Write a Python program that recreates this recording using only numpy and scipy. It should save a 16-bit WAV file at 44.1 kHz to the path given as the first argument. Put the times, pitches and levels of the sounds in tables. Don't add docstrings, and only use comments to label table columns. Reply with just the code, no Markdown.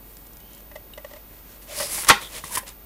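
import sys
import numpy as np
from scipy import signal
from scipy.fft import rfft, irfft
from scipy.io import wavfile
from scipy.ndimage import uniform_filter1d

SR = 44100
rng = np.random.default_rng(int(sys.argv[2]) if len(sys.argv) > 2 else 0)


def master_out(mix):
    frames = np.transpose(np.atleast_2d(mix))
    ceiling = np.clip(frames, -1, 1)
    pcm = np.round(ceiling * 32767).astype(np.int16)
    wavfile.write(sys.argv[1], SR, pcm)


N = 125685
T = np.arange(N) / SR
T_BURST = T[:SR // 2]

GRAINS_PER_S, GRAIN_SPREAD_DB = 11000, 3
SNAP_ATTACK_S = 0.00088

# (frequency [Hz], density [dB per Hz])
CRINKLE_SPECTRUM = [(400, -26), (1500, -6), (3000, -5.5), (5500, -1), (8000, 1), (10500, 3.5),
                    (12500, -6.5), (16000, -4.5)]


def undb(db):
    return 10 ** (np.asarray(db) / 20)


def unit(x):
    return x / np.sqrt(np.mean(x ** 2))


def blow(x):
    return x / np.sqrt(np.sum(x ** 2) / (0.01 * SR))


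def colour(x, points):
    hz, db = np.array(points, float).T
    grid_hz = np.maximum(np.fft.rfftfreq(4096, 1 / SR), 1)
    gain = undb(np.interp(np.log(grid_hz), np.log(hz), db))
    cepstrum = irfft(np.log(gain))
    half = len(cepstrum) // 2
    cepstrum[1:half] *= 2
    cepstrum[half + 1:] = 0
    impulse = irfft(np.exp(rfft(cepstrum)))
    return signal.fftconvolve(x, impulse)[:len(x)]


def fade(t60_s, hold_s=0):
    return np.exp(-np.log(1000) * np.maximum(T_BURST - hold_s, 0) / t60_s)


def swell(attack_s):
    return np.sin(np.pi / 2 * np.minimum(T_BURST / attack_s, 1)) ** 2


def burst(t60_s, hold_s=0):
    return rng.standard_normal(SR // 2) * fade(t60_s, hold_s)


def ring(modes):
    total = 0
    for hz, db, t60_s in modes:
        sine = np.sin(2 * np.pi * (hz * T_BURST + rng.random()))
        total = total + undb(db) * fade(t60_s) * sine
    return total


def add(out, start_s, x):
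    i = int(start_s * SR)
    out[i:i + len(x)] += x[:N - i]


def walk(rate_hz):
    step = int(SR / rate_hz)
    held = rng.standard_normal(N)[np.arange(N) // step]
    return unit(uniform_filter1d(held, step))


def grains():
    size = undb(GRAIN_SPREAD_DB * np.minimum(rng.exponential(size=N), 5))
    return rng.choice([-1, 1], N) * size * (rng.random(N) < GRAINS_PER_S / SR)


def stroke(full_s, rise_s, hold_s, fall_s):
    before = (np.maximum(full_s - T, 0) / rise_s) ** 1.29
    after = (np.maximum(T - full_s - hold_s, 0) / fall_s) ** 1.09
    return undb(-20 * (before + after))


def background():
    # (frequency [Hz], density [dB per Hz])
    air_spectrum = [(15, -27.5), (25, -4.5), (59, -8.5), (119, -9), (250, -11), (470, -14.5), (850, -18.5),
                    (1500, -23), (3000, -27), (7300, -32.5), (9000, -29.5), (11200, -26), (13200, -28),
                    (15500, -39.5)]
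    hum_hz, hum_db = 49.5, -51.5
    whine_hz, whine_db = 14455.3, -47
    air_db = -50.5
    hum = undb(hum_db) * unit(np.sin(2 * np.pi * hum_hz * T))
    whine = undb(whine_db) * unit(np.sin(2 * np.pi * whine_hz * T))
    air = undb(air_db) * unit(colour(rng.standard_normal(N), air_spectrum))
    return air + hum + whine


def slides():
    # (full speed at [s], rise [s], hold [s], fall [s], hiss [dB], rasp [dB])
    strokes = [(0.08, .15, 0.13, 0.24, -58, -71), (0.522, .1, 0.061, .08, -63, -57.5),
               (1.098, 0.16, .07, .12, -73, -56.5), (1.32, 0.067, 0.077, .05, -61.5, -59),
               (1.496, 0.096, 0.066, .06, -59.5, -54), (1.626, .03, 0.018, 0.022, -51.5, -52),
               (1.696, 0.037, 0.056, .05, -49, -41.5), (1.781, 0.078, 0.063, 0.18, -30, -35),
               (1.934, 0.054, 0.066, 0.11, -27.5, -35), (2.083, 0.013, 0.0037, .008, -29, -25.5),
               (2.218, 0.027, .01, 0.1, -39.5, -40), (2.361, 0.08, .025, 0.047, -39.5, -37),
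               (2.453, 0.029, 0.031, 0.081, -40, -43.5), (2.528, 0.029, 0.014, .02, -30, -40),
               (2.554, 0.02, 0.0083, .01, -26, -32.5), (2.580, .006, 0.0047, 0.013, -24, -35.5),
               (2.669, 0.01, 0.013, 0.063, -48, -42.5)]
    # (frequency [Hz], density [dB per Hz])
    hiss_spectrum = [(1500, -26.5), (3500, -19), (5000, -9.5), (6500, -9.5), (8000, -5.5), (10500, -1),
                     (12000, -5), (13500, -13), (16000, -9)]
    # (frequency [Hz], density [dB per Hz])
    rasp_spectrum = [(100, -4), (300, -5), (600, 1.5), (750, -6.5), (1050, -0.5), (1500, -5), (2000, 1),
                     (2700, -2), (3600, -2), (5000, -5.5), (7000, -5), (14000, -16.5)]
    flutter_db, flutter_hz = 1.0, 150
    hiss_power, rasp_power = 0, 0
    for full_s, rise_s, hold_s, fall_s, hiss_db, rasp_db in strokes:
        speed = stroke(full_s, rise_s, hold_s, fall_s)
        hiss_power = hiss_power + (speed * undb(hiss_db)) ** 2
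        rasp_power = rasp_power + (speed * undb(rasp_db)) ** 2
    hiss = np.sqrt(hiss_power) * unit(colour(grains(), hiss_spectrum))
    rasp = np.sqrt(rasp_power) * unit(colour(grains(), rasp_spectrum))
    return (hiss + rasp) * undb(flutter_db * walk(flutter_hz))


def crinkles():
    # (time [s], level [dB], t60 [s])
    clusters = [(0.168, -48, .02), (0.267, -50.5, 0.022), (0.332, -52, .02), (0.369, -49, .007),
                (0.402, -52, .02), (0.532, -49.5, 0.016), (0.548, -50, 0.016), (0.577, -53, .025),
                (0.603, -53, .02), (2.046, -31, .015), (2.069, -37, .02), (2.0853, -24, 0.007),
                (2.086, -13.5, 0.027), (2.0894, -12.5, 0.013), (2.0964, -17.5, 0.034), (2.442, -39, 0.0095),
                (2.558, -27.5, .012), (2.5708, -31, 0.016), (2.678, -41, 0.011), (2.689, -41, .018)]
    # (frequency [Hz], level [dB], t60 [s])
    tick_modes = [(2900, -1, 0.017), (3760, -4, 0.019), (7920, -12, 0.022)]
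    tick_s, tick_db, tick_attack_s = 0.9352, -43.5, 0.0027
    out = np.zeros(N)
    for start_s, db, t60_s in clusters:
        crackle = burst(t60_s, hold_s=0.0022) * swell(SNAP_ATTACK_S)
        add(out, start_s, undb(db) * blow(colour(crackle, CRINKLE_SPECTRUM)))
    tick_noise = blow(colour(burst(0.02), CRINKLE_SPECTRUM))
    tick = blow(ring(tick_modes)) + undb(-10) * tick_noise
    add(out, tick_s, undb(tick_db) * blow(tick * swell(tick_attack_s)))
    return out


def scrapes():
    # (full speed at [s], rise [s], hold [s], fall [s], centre [Hz], width per filter pass [Hz], level [dB])
    drags = [(0.40, 0.027, .2, 0.055, 3060, 300, -63.5), (1.713, 0.044, 0.08, .05, 586, 90, -43.5),
             (1.814, .02, 0.016, 0.052, 585, 60, -32.5), (1.792, 0.064, 0.036, 0.11, 4900, 1510, -35.5),
             (2.227, 0.018, 0.047, 0.019, 3450, 700, -42.5), (2.511, .02, .012, 0.048, 973, 180, -41.5),
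             (2.558, 0.043, 0.022, 0.037, 1730, 500, -37)]
    out = np.zeros(N)
    for full_s, rise_s, hold_s, fall_s, hz, width_hz, db in drags:
        b, a = signal.iirpeak(hz, hz / width_hz, fs=SR)
        speed = stroke(full_s, rise_s, hold_s, fall_s)
        resonance = signal.lfilter(b, a, signal.lfilter(b, a, grains()))
        tone = speed * resonance
        out += undb(db) * tone * np.sqrt(np.sum(speed ** 2) / np.sum(tone ** 2))
    return out


def bumps():
    # (time [s], level [dB], contact [s], pitch ratio, scuff against ring [dB])
    contacts = [(0.712, -45, 0.0064, 1, -8), (0.7542, -35.5, 0.01, 1.024, -8),
                (0.9745, -37, 0.0073, 1.02, -6.5), (1.044, -35, 0.0065, 0.99, -11),
                (1.108, -46, .01, 0.98, -4), (1.133, -41, 0.0034, .99, -5.5), (1.159, -44, .01, 1.06, -5),
                (1.801, -27, 0.025, 1.0, -10), (2.625, -44.5, .012, 0.945, -7)]
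    # (frequency at pitch ratio 1 [Hz], level [dB], t60 [s])
    modes = [(561, -6.5, 0.091), (591.7, 0, 0.054), (839, -12.5, 0.045), (974, -15.5, .03),
             (1142, -14.5, 0.032), (1852, -9.5, 0.038), (1984, -7, 0.039), (2580, -17, .03),
             (2936, -17.5, .03)]
    # (frequency [Hz], density [dB per Hz])
    scuff_spectrum = [(150, -3), (600, 0), (1000, 3), (1500, -6.5), (2000, -4.5), (3500, -7.5),
                      (7000, -10.5), (14000, -15.5)]
    attack_s, scuff_t60_s = 0.0058, 0.027
    out = np.zeros(N)
    for start_s, db, contact_s, pitch, scuff_db in contacts:
        body = 0
        for hz, mode_db, t60_s in modes:
            steady = ring([(hz * pitch, mode_db, np.inf)])
            body = body + steady * fade(t60_s, contact_s)
        scuff = colour(burst(scuff_t60_s, contact_s), scuff_spectrum)
        body = blow(body * swell(attack_s))
        scuff = undb(scuff_db) * blow(scuff * swell(attack_s / 2))
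        add(out, start_s, undb(db) * (body + scuff))
    return out


def flaps():
    # (time [s], level [dB], pop [Hz], pop [dB], pop t60 [s], clap t60 [s], thump [dB])
    snaps = [(1.799, -29.5, 1063, -4, .04, 0.05, -11), (1.981, -33, 846, 0, 0.028, .05, -8),
             (2.033, -35.5, 1400, -6, .02, .05, -14), (2.046, -34, 1700, -6, .03, 0.051, -19),
             (2.069, -30.5, 1920, -4, .03, .07, -11), (2.0893, -11, 1153, 3, 0.026, 0.057, -29),
             (2.0972, 1.5, 1102, -11, 0.036, 0.056, -20.5), (2.221, -37, 450, -4, .02, .04, -3),
             (2.4389, -32, 1130, 4, 0.015, 0.046, -3.5), (2.5714, -23, 1024, 3.5, 0.044, 0.063, -13.5)]
    # (frequency [Hz], density [dB per Hz])
    clap_spectrum = [(60, -24.5), (150, -13), (400, -4.5), (650, -9.5), (900, 0), (1400, 0), (2000, 1),
                     (3100, -4), (4200, -7), (6500, -14), (10000, -21), (16000, -35)]
    # (frequency [Hz], density [dB per Hz])
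    thump_spectrum = [(50, -8), (90, 2.5), (160, -3.5), (240, 1), (450, -6.5), (900, -16), (3000, -57)]
    # (frequency [Hz], level [dB], t60 [s])
    ring_modes = [(819, -1, .13), (909.6, 2.5, 0.11), (995, -2, 0.08), (1089, 5.5, 0.069),
                  (1188, -2, 0.075), (1444, -4.5, 0.097), (1810, -7, 0.11), (1888, -4, 0.056),
                  (1946, -5.5, 0.14), (2037, -5, 0.11), (2136, -8, 0.16), (2397, -2, 0.059),
                  (3100, 0, 0.068), (3600, -14, 0.19)]
    clap_hold_s, thump_t60_s, ring_db = 0.0046, 0.11, -5
    out = np.zeros(N)
    for start_s, db, pop_hz, pop_db, pop_t60_s, clap_t60_s, thump_db in snaps:
        clap = blow(colour(burst(clap_t60_s, clap_hold_s), clap_spectrum))
        pop = undb(pop_db) * blow(ring([(pop_hz, 0, pop_t60_s)]))
        thump = undb(thump_db) * blow(colour(burst(thump_t60_s), thump_spectrum))
        body = undb(ring_db) * blow(ring(ring_modes))
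        snap = blow(clap + pop + thump + body)
        add(out, start_s, undb(db) * snap * swell(SNAP_ATTACK_S))
    return out


def room(x):
    tail_db, t60_s, treble_t60_s, gap_s, split_hz = -16, 0.28, 0.26, 0.006, 4500
    low = signal.butter(2, split_hz, fs=SR, output="sos")
    high = signal.butter(2, split_hz, "high", fs=SR, output="sos")
    tail = signal.sosfilt(low, burst(t60_s)) + signal.sosfilt(high, burst(treble_t60_s))
    tail = tail * (T_BURST > gap_s)
    tail = tail / np.sqrt(np.sum(tail ** 2))
    return x + undb(tail_db) * signal.fftconvolve(x, tail)[:N]


def scene():
    paper = slides() + crinkles() + scrapes() + bumps() + flaps()
    mono = room(paper) + background()
    return np.array([mono, mono])


def record(dry):
    ceiling, knee = 0.7, 3.4
    mic_top_hz, cut_hz = 15000, 15650
    clipped = dry / (1 + np.abs(dry / ceiling) ** knee) ** (1 / knee)
    dulled = signal.sosfilt(signal.butter(2, mic_top_hz, fs=SR, output="sos"), clipped)
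    return signal.sosfilt(signal.ellip(10, 0.1, 90, cut_hz, fs=SR, output="sos"), dulled)


dry = scene()
out = record(dry)
master_out(out)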